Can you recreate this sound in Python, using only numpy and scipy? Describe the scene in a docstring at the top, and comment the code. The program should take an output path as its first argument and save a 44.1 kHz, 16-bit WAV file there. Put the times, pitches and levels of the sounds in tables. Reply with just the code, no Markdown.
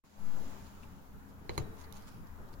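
"""A hamster drinks from the steel spout of a bottle in its cage, close to a hand-held camera in a quiet room.
After a near-silent instant, filtered room noise with faint hums fades in; a soft noise hiss swells, peaking
near 0.5 s, over a push of air and hand rumble. Faint grain rustles and noise-burst knocks come and go.
Near 1.5 s the spout clacks twice: a noise crack, decaying sine modes of spout and cage, a rattle and a bar ring.
Small wet ticks, each a dying noise burst, follow near 1.9 s and later, among more rustles."""
import sys
import numpy as np
from scipy import signal
from scipy.fft import rfft, irfft
from scipy.io import wavfile
from scipy.ndimage import uniform_filter1d

SR = 44100
rng = np.random.default_rng(int(sys.argv[2]) if len(sys.argv) > 2 else 0)


def file_out(sig):
    """Save sig as 16-bit WAV at sys.argv[1]."""
    # one column per channel
    cols = np.atleast_2d(sig).T
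    # limit, then scale
    lim = np.clip(cols, -1, 1)
    pcm = np.round(lim * 32767).astype(np.int16)
    wavfile.write(sys.argv[1], SR, pcm)


N = 114660
T, HZ = np.arange(N) / SR, np.fft.rfftfreq(N, 1 / SR)
T_HIT = T[:SR]  # 1 s for each struck sound

# In all tables left_minus_right_db > 0 is louder on the left; density_db is relative, per Hz.


def amp(db):
    """Decibels to gain."""
    return 10 ** (np.asarray(db) / 20)


def unit(x):
    """Scales to rms 1."""
    return x / np.sqrt(np.mean(x ** 2) + 1e-20)


def read(points, hz, axis=1):
    """Interpolates one table column along log frequency."""
    p = np.transpose(points)
    return np.interp(np.log(hz + 1), np.log(p[0] + 1), p[axis])


def level(points):
    """Gain over time from (time_s, level_db) points."""
    return amp(np.interp(T, *np.transpose(points)))


def sides(left_minus_right_db):
    """Left and right gains, of mean 1, for a level difference."""
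    gains = amp([[left_minus_right_db / 2], [-left_minus_right_db / 2]])
    return gains / gains.mean()


def add(mix, start_s, sound):
    """Mixes a stereo sound in at a time."""
    part = mix[:, max(round(start_s * SR), 0):][:, :sound.shape[1]]
    part += sound[:, :part.shape[1]]


def colour(x, gain_db):
    """Filters by a gain per frequency; result has rms 1."""
    return unit(irfft(rfft(x) * amp(gain_db), N))


def noise():
    """White noise, unrelated on the two sides."""
    return rng.standard_normal((2, N))


def decay(t, t60_s):
    """Exponential fall of 60 dB in t60_s."""
    return np.exp(-np.log(1000) * t / t60_s)


def burst(start_s, decay_s, spectrum_db):
    """A dying puff of noise through a filter, starting at about level 1."""
    fade = (T >= start_s) * np.exp(-np.maximum(T - start_s, 0) / decay_s)
    return colour(noise() * fade, spectrum_db) * np.sqrt(np.mean(fade ** 2))


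# steel spout modes: pitch_hz
SPOUT_PITCHES = [385, 900, 1080, 2085, 2250, 2520, 3020, 4090, 4200, 4760, 6615, 9720, 10300, 13420]
# the same modes in order: level_db, t60_s, left_minus_right_db
SPOUT_MODES = [(-3.5, 0.061, 5), (-3.5, 0.02, -26), (-0.5, .016, -0.5), (-12, 0.033, 3), (-4.5, 0.015, -29),
               (-11, 0.0064, -15), (-13, 0.015, -11), (-4.5, 0.027, -16), (-12.5, 0.015, -15),
               (-20, .06, 5), (-12, 0.055, -12), (-14, 0.017, -16), (-3, 0.0041, -10), (-14, .018, -11)]
LEFT_LAG_S = 0.000379


def tube(pitch_ratio):
    """Decaying sine modes of the steel spout, lagging in phase on the left."""
    lagged_t = T_HIT - np.array([[LEFT_LAG_S], [0]])
    ring = np.zeros((2, SR))
    for pitch_hz, (level_db, t60_s, balance_db) in zip(SPOUT_PITCHES, SPOUT_MODES):
        sine = np.sin(2 * np.pi * pitch_hz * pitch_ratio * lagged_t)
        ring += sides(balance_db) * amp(level_db) * decay(T_HIT, t60_s) * sine
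    return ring


# spout reflections off the tub walls: delay_s, left_db, right_db
TUB_ECHOES = [(.0034, -15, -22), (.0062, -16, -24), (.0105, -25, -19), (.021, -27, -25)]


def with_echoes(direct):
    """Adds delayed copies of the right-hand ring, as the tub walls return it."""
    ring = direct.copy()
    for delay_s, left_db, right_db in TUB_ECHOES:
        add(ring, delay_s, amp([[left_db], [right_db]]) * direct[1])
    return ring


# dense rattle spectrum: freq_hz, density_db
RATTLE_SPECTRUM = [(60, 2), (250, -9.5), (420, 6), (690, -5.5), (1100, -4), (1750, -14.5), (2200, -17.5),
                   (3200, -18.5), (4200, -30.5), (7000, -17.5), (8600, -34), (10000, -28), (15000, -32)]
# rattle decay: freq_hz, t60_s
RATTLE_DECAY = [(100, 0.88), (500, 0.2), (1500, 0.088), (4000, 0.23), (14000, 0.098)]


def rattle():
    """Dense rattle: coloured noise with its own decay time at each frequency."""
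    start = colour(noise(), read(RATTLE_SPECTRUM, HZ))[:, :SR]
    hz, frame_s, z = signal.stft(start, SR, nperseg=256)
    z = z * decay(frame_s, read(RATTLE_DECAY, hz)[:, None])
    return signal.istft(z, SR, nperseg=256)[1][:, :SR]


CRACK_DECAY_S, CRACK_BALANCE_DB = 0.00047, -37


def crack():
    """Contact crack: white noise dying at once, nearly all on the right."""
    return sides(CRACK_BALANCE_DB) * noise()[:, :SR] * np.exp(-T_HIT / CRACK_DECAY_S)


# cage and tub modes: pitch_hz, level_db, t60_s, left_minus_right_db
CAGE_MODES = [(76.4, -3, 0.18, 3), (101.2, 6, .2, 20), (138.9, 4, 0.23, 12.5), (227.6, -6, 0.17, 2),
              (259.4, -12.5, 0.25, 8), (334.4, -10.5, 0.41, 8), (425, -7, 0.15, -1), (468, -23, 0.16, 0),
              (446, -21.5, 2.3, 16), (452, -27, 1.7, 8), (572, -9, .15, -12), (604, -16, 0.18, 14),
              (655, -29, 1.6, 4), (1150, -16, .12, -2), (753.5, -15, 0.23, 23), (913, -9, 0.045, 7)]
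CAGE_RISE_S = 0.0063


def thump():
    """Softly rising, decaying modes of cage and tub; side phases differ more at high pitch."""
    out = np.zeros((2, SR))
    for pitch_hz, level_db, t60_s, balance_db in CAGE_MODES:
        apart_cycles = np.array([[0], [(rng.random() - .5) * min(pitch_hz / 800, 1)]])
        sine = np.sin(2 * np.pi * (pitch_hz * T_HIT + apart_cycles))
        out += sides(balance_db) * amp(level_db) * decay(T_HIT, t60_s) * sine
    return (1 - np.exp(-T_HIT / CAGE_RISE_S)) * out


# spout clacks: start_s, level_db, lowpass_hz, thump_db, pitch_ratio
CLACK_EVENTS = [(1.494, -33, 4900, -45, 1), (1.5784, -30, 14300, -36, 1.0)]
RATTLE_DB, CRACK_DB = -8, -2  # relative to the clack


def spout():
    """Each clack low-passes tube ring, rattle and crack together, and thumps the cage."""
    out = np.zeros((2, N))
    for start_s, level_db, lowpass_hz, thump_db, pitch_ratio in CLACK_EVENTS:
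        ring = with_echoes(tube(pitch_ratio))
        strike = ring + amp(RATTLE_DB) * rattle() + amp(CRACK_DB) * crack()
        contact = signal.butter(3, min(lowpass_hz, .45 * SR), fs=SR)
        add(out, start_s, amp(level_db) * signal.lfilter(*contact, strike))
        add(out, start_s, amp(thump_db) * thump())
    return out


# outline over the many cage bar modes: freq_hz, level_db
BAR_OUTLINE = [(300, 0), (450, 10.5), (700, -14), (1250, 0.5), (2300, -2.5), (3000, -16), (4500, -11)]
# beating cluster of wires: pitch_hz
WIRE_PITCHES = [3830, 3868, 3884, 3897, 3931, 3975]
BARS_DB, BARS_T60_S, BARS_TOP_HZ = -23.5, 1, 4503  # level relative to the clack
WIRES_DB, WIRES_T60_S, WIRES_BALANCE_DB = -45.5, 0.88, -8  # level relative to the clack


def ringing(pitch_hz):
    """A steady sine with a random phase on each side."""
    return np.sin(2 * np.pi * (pitch_hz * T_HIT + rng.random((2, 1))))


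def bars():
    """The wire bars ring on faintly after each clack, with a beating cluster near 3.9 kHz."""
    out = np.zeros((2, N))
    pitches_hz = np.geomspace(300, BARS_TOP_HZ, num=60) * rng.uniform(.98, 1.02, 60)
    for start_s, clack_db, _, _, _ in CLACK_EVENTS:
        many = unit(sum(amp(read(BAR_OUTLINE, hz)) * ringing(hz) for hz in pitches_hz))
        cluster = sides(WIRES_BALANCE_DB) * sum(ringing(hz) for hz in WIRE_PITCHES)
        add(out, start_s, amp(clack_db + BARS_DB) * many * decay(T_HIT, BARS_T60_S))
        add(out, start_s, amp(clack_db + WIRES_DB) * cluster * decay(T_HIT, WIRES_T60_S))
    return out


# wet ticks at the spout: start_s, level_db, left_minus_right_db, decay_s
TICK_EVENTS = [(1.9250, -43, -27, 0.0012), (1.936, -55, -11, 0.00093), (1.9418, -57, -18, 0.0017),
               (2.022, -61.5, -21, 0.006), (2.081, -66, 16, 0.0028), (2.27, -62.5, -10, 0.0049)]
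# tick spectrum: freq_hz, density_db
TICK_SPECTRUM = [(1500, -28), (3100, -3), (4300, -5), (5800, 0), (7200, -4.5), (8700, -24), (10200, -10),
                 (11400, 4.5), (12800, -14), (16000, -26)]


def ticks():
    """Tiny wet snaps of tongue and water: coloured noise bursts of a few milliseconds."""
    out = np.zeros((2, N))
    for start_s, level_db, balance_db, decay_s in TICK_EVENTS:
        out += amp(level_db) * sides(balance_db) * burst(start_s, decay_s, read(TICK_SPECTRUM, HZ))
    return out


# light taps on the cage:
# start_s, level_db, left_minus_right_db, resonance_hz, half_width_oct (7.5 dB down), decay_s
TAP_EVENTS = [(0.8331, -51.5, 6, 2620, 0.34, 0.0014), (.836, -59, 8, 2600, 0.36, 0.0018),
              (.8393, -62, 1, 2650, .28, 0.0039), (0.743, -65, 2, 820, .2, .0031),
              (1.842, -59.5, 13, 4520, 0.081, 0.0051), (1.845, -57, -18, 1050, .2, .005)]
TAP_SKIRT_DB = -34


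def taps():
    """Faint short knocks on the cage: noise bursts, each around one resonance."""
    out = np.zeros((2, N))
    for start_s, level_db, balance_db, resonance_hz, half_width_oct, decay_s in TAP_EVENTS:
        octaves = np.log2((HZ + 1) / resonance_hz)
        shape_db = TAP_SKIRT_DB * (1 - np.exp(-(octaves / (2 * half_width_oct)) ** 2))
        out += amp(level_db) * sides(balance_db) * burst(start_s, decay_s, shape_db)
    return out


# rustles of bedding and fur: middle_s, sigma_s, level_db, left_minus_right_db, resonance_hz
RUSTLE_EVENTS = [(0.667, 0.0075, -64.5, 2, 4540), (0.838, 0.011, -64.5, 1, 2700),
                 (1.299, 0.012, -70.5, -8, 5130), (1.56, 0.05, -63.5, -9, 4370),
                 (1.805, 0.025, -61, -7.5, 6300), (1.846, 0.011, -64, 0, 4500),
                 (1.969, 0.017, -58.5, -6, 6560), (2.028, 0.064, -67, -2, 4730),
                 (2.083, 0.0099, -58, -3, 7000), (2.124, 0.048, -68, -12, 5350),
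                 (2.489, 0.006, -70, 12, 4400), (2.538, 0.0076, -63, 1, 4500)]
# rustle spectrum: freq_hz, density_db
RUSTLE_SPECTRUM = [(500, 5.5), (1100, -1), (2200, 0.5), (4500, 0), (7300, -5), (8600, -3.5), (11500, -4),
                   (16000, -33)]
GRAINS_PER_S, GRAIN_SPREAD_DB = 4600, 3
RUSTLE_PEAK_DB, RUSTLE_PEAK_OCT = 7, 0.19


def rustles():
    """Bedding and fur: Gaussian swells of random fine grains, each swell with one resonance."""
    out = np.zeros((2, N))
    for middle_s, sigma_s, level_db, balance_db, resonance_hz in RUSTLE_EVENTS:
        hits = rng.random(N) < GRAINS_PER_S / SR
        strength = amp(GRAIN_SPREAD_DB * np.minimum(rng.exponential(1, N), 4))
        grains = hits * strength * noise()
        octaves = np.log2((HZ + 1) / resonance_hz)
        peak_db = RUSTLE_PEAK_DB * np.exp(-(octaves / RUSTLE_PEAK_OCT) ** 2)
        coloured = colour(grains, read(RUSTLE_SPECTRUM, HZ) + peak_db)
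        swell = np.exp(-.5 * ((T - middle_s) / sigma_s) ** 2)
        out += amp(level_db) * sides(balance_db) * coloured * swell
    return out


# rumble of the hand holding the camera: time_s, level_db
RUMBLE_LEVEL = [(.18, -94), (.24, -57), (.42, -61), (.62, -54), (1.35, -57.5), (1.6, -45), (1.88, -55.5),
                (2.1, -62), (2.35, -50), (2.6, -49)]
# rumble spectrum: freq_hz, density_db
RUMBLE_SPECTRUM = [(15, 14.5), (45, 3), (80, 6.5), (125, 0.5), (240, -25.5), (400, -11), (1200, -45)]
RUMBLE_BALANCE_DB, RUMBLE_APART = 6, .4  # apart: gain of the noise unrelated between sides


def rumble():
    """Soft low rumble of the holding hand: noise mostly shared by both sides."""
    mostly_shared = noise()[0] + RUMBLE_APART * noise()
    return sides(RUMBLE_BALANCE_DB) * colour(mostly_shared, read(RUMBLE_SPECTRUM, HZ)) * level(RUMBLE_LEVEL)


PUSH_PEAK_S, PUSH_RISE_S, PUSH_FALL_S = 0.28, 0.06, 0.18
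PUSH_DB, PUSH_BALANCE_DB = -30.5, 18


def push():
    """One slow pressure pulse of air, mostly on the left, as the camera starts to move."""
    slope_s = np.where(T < PUSH_PEAK_S, PUSH_RISE_S, PUSH_FALL_S)
    return sides(PUSH_BALANCE_DB) * amp(PUSH_DB) * np.exp(-((T - PUSH_PEAK_S) / slope_s) ** 2)


# hiss as the camera moves in: time_s, level_db
HISS_SWELL = [(.03, -103.5), (.05, -68.5), (.17, -67), (.27, -61), (.48, -58.5), (.66, -62.5), (.85, -67),
              (1.15, -71.5), (1.4, -72)]
# hiss spectrum: freq_hz, left_density_db, right_density_db
HISS_SPECTRUM = [(610, 0, 8), (1480, 8, 2.5), (2400, -5, 2), (4460, 0.5, -2.5), (6340, -8.5, 1),
                 (7180, -10, 5.5), (8330, -1, -23), (11600, -15, -3.5), (15300, -6.5, -40)]


def hiss():
    """A soft rubbing hiss: swelling noise with its own spectrum on each side."""
    spectrum_db = np.array([read(HISS_SPECTRUM, HZ, axis=1), read(HISS_SPECTRUM, HZ, axis=2)])
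    return colour(noise(), spectrum_db) * level(HISS_SWELL)


# room noise spectrum: freq_hz, density_db
ROOM_SPECTRUM = [(8, -2), (25, -7.5), (50, -30.5), (85, -14), (112, -14), (165, -13.5), (200, -13.5),
                 (268, -17), (355, -22), (443, -22), (540, -25), (713, -25), (942, -23.5), (1400, -26.5),
                 (2240, -37), (4500, -46.5), (8310, -47.5), (11000, -44), (15800, -41.5)]
# room noise balance: freq_hz, left_minus_right_db
ROOM_SIDES = [(60, -20), (150, 13.5), (380, 2), (950, 1.5), (2380, 2.0), (5980, -1), (15000, 3)]
# room noise likeness of the sides: freq_hz, correlation
ROOM_CORRELATION = [(60, 0.58), (180, 0.75), (550, 0.29), (1650, -0.19), (4970, -0.17), (15000, 0.044)]
ROOM_DB, PATCH_DB = -58.5, 2  # room level before its fade


def air():
    """Coloured room noise with partly alike sides and faint drifting patches in time and frequency."""
    hz, _, z = signal.stft(noise(), SR, nperseg=2048, noverlap=1536)
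    same = np.clip(read(ROOM_CORRELATION, hz), -1, 1)[:, None]
    z = np.array([z[0], same * z[0] + np.sqrt(1 - same ** 2) * z[1]])
    patches = uniform_filter1d(rng.standard_normal(z.shape[1:]), size=24, axis=0)
    patches = unit(uniform_filter1d(patches, size=7, axis=1))
    half_db = read(ROOM_SIDES, hz)[:, None] / 2
    lean = amp([half_db, -half_db])
    z = z * lean / lean.mean(0) * amp(read(ROOM_SPECTRUM, hz)[:, None] + PATCH_DB * patches)
    x = signal.istft(z, SR, nperseg=2048, noverlap=1536)[1][:, :N]
    return amp(ROOM_DB) * x / x.mean(0).std()


# room hums: pitch_hz, width_hz (6 dB down), level_db (left, before the room's fade)
ROOM_HUMS = [(80.1, 3.7, -63.5), (203.5, 5.8, -65), (271.3, 12, -68.5), (887, 45, -76)]
HUM_RIGHT_DB = -11


def hums():
    """Unsteady hums: noise through narrow resonances, weaker on the right."""
    mono = np.zeros(N)
    for pitch_hz, width_hz, level_db in ROOM_HUMS:
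        resonance = 1 / (1 + (2 * (HZ - pitch_hz) / width_hz) ** 2)
        mono += amp(level_db) * unit(irfft(rfft(rng.standard_normal(N)) * resonance, N))
    return mono * amp([[0], [HUM_RIGHT_DB]])


# room fade: time_s, level_db
ROOM_FADE = [(.03, -72.5), (.039, -4), (.1, -8), (.19, 3.5), (.28, 6), (.42, 8.5), (.62, 5.5), (1.0, 3),
             (1.42, 3), (1.7, 7.5), (1.9, 6.5), (2.2, 4.5), (2.6, 4.5)]


def room():
    """Low room noise and hums under one level curve."""
    return (air() + hums()) * level(ROOM_FADE)


def scene():
    """All sources at the microphones."""
    return spout() + bars() + ticks() + taps() + rustles() + rumble() + push() + hiss() + room()


# microphone port notch: freq_hz, gain_db
PORT_NOTCH = [(7400, 0), (8200, -3), (8900, -5), (9300, -3), (9600, 0)]
BAND_EDGE_HZ = 16000


def record(dry):
    """The microphone ports' notch, then a low-pass band limit."""
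    size = N + SR  # padded against wrap-around
    port = amp(read(PORT_NOTCH, np.fft.rfftfreq(size, 1 / SR)))
    x = irfft(rfft(dry, size) * port, size)[:, :N]
    lowpass = signal.firwin(511, BAND_EDGE_HZ, window=("kaiser", 9), fs=SR)
    return signal.oaconvolve(x, lowpass[None], "same")


dry = scene()
out = record(dry)
file_out(out)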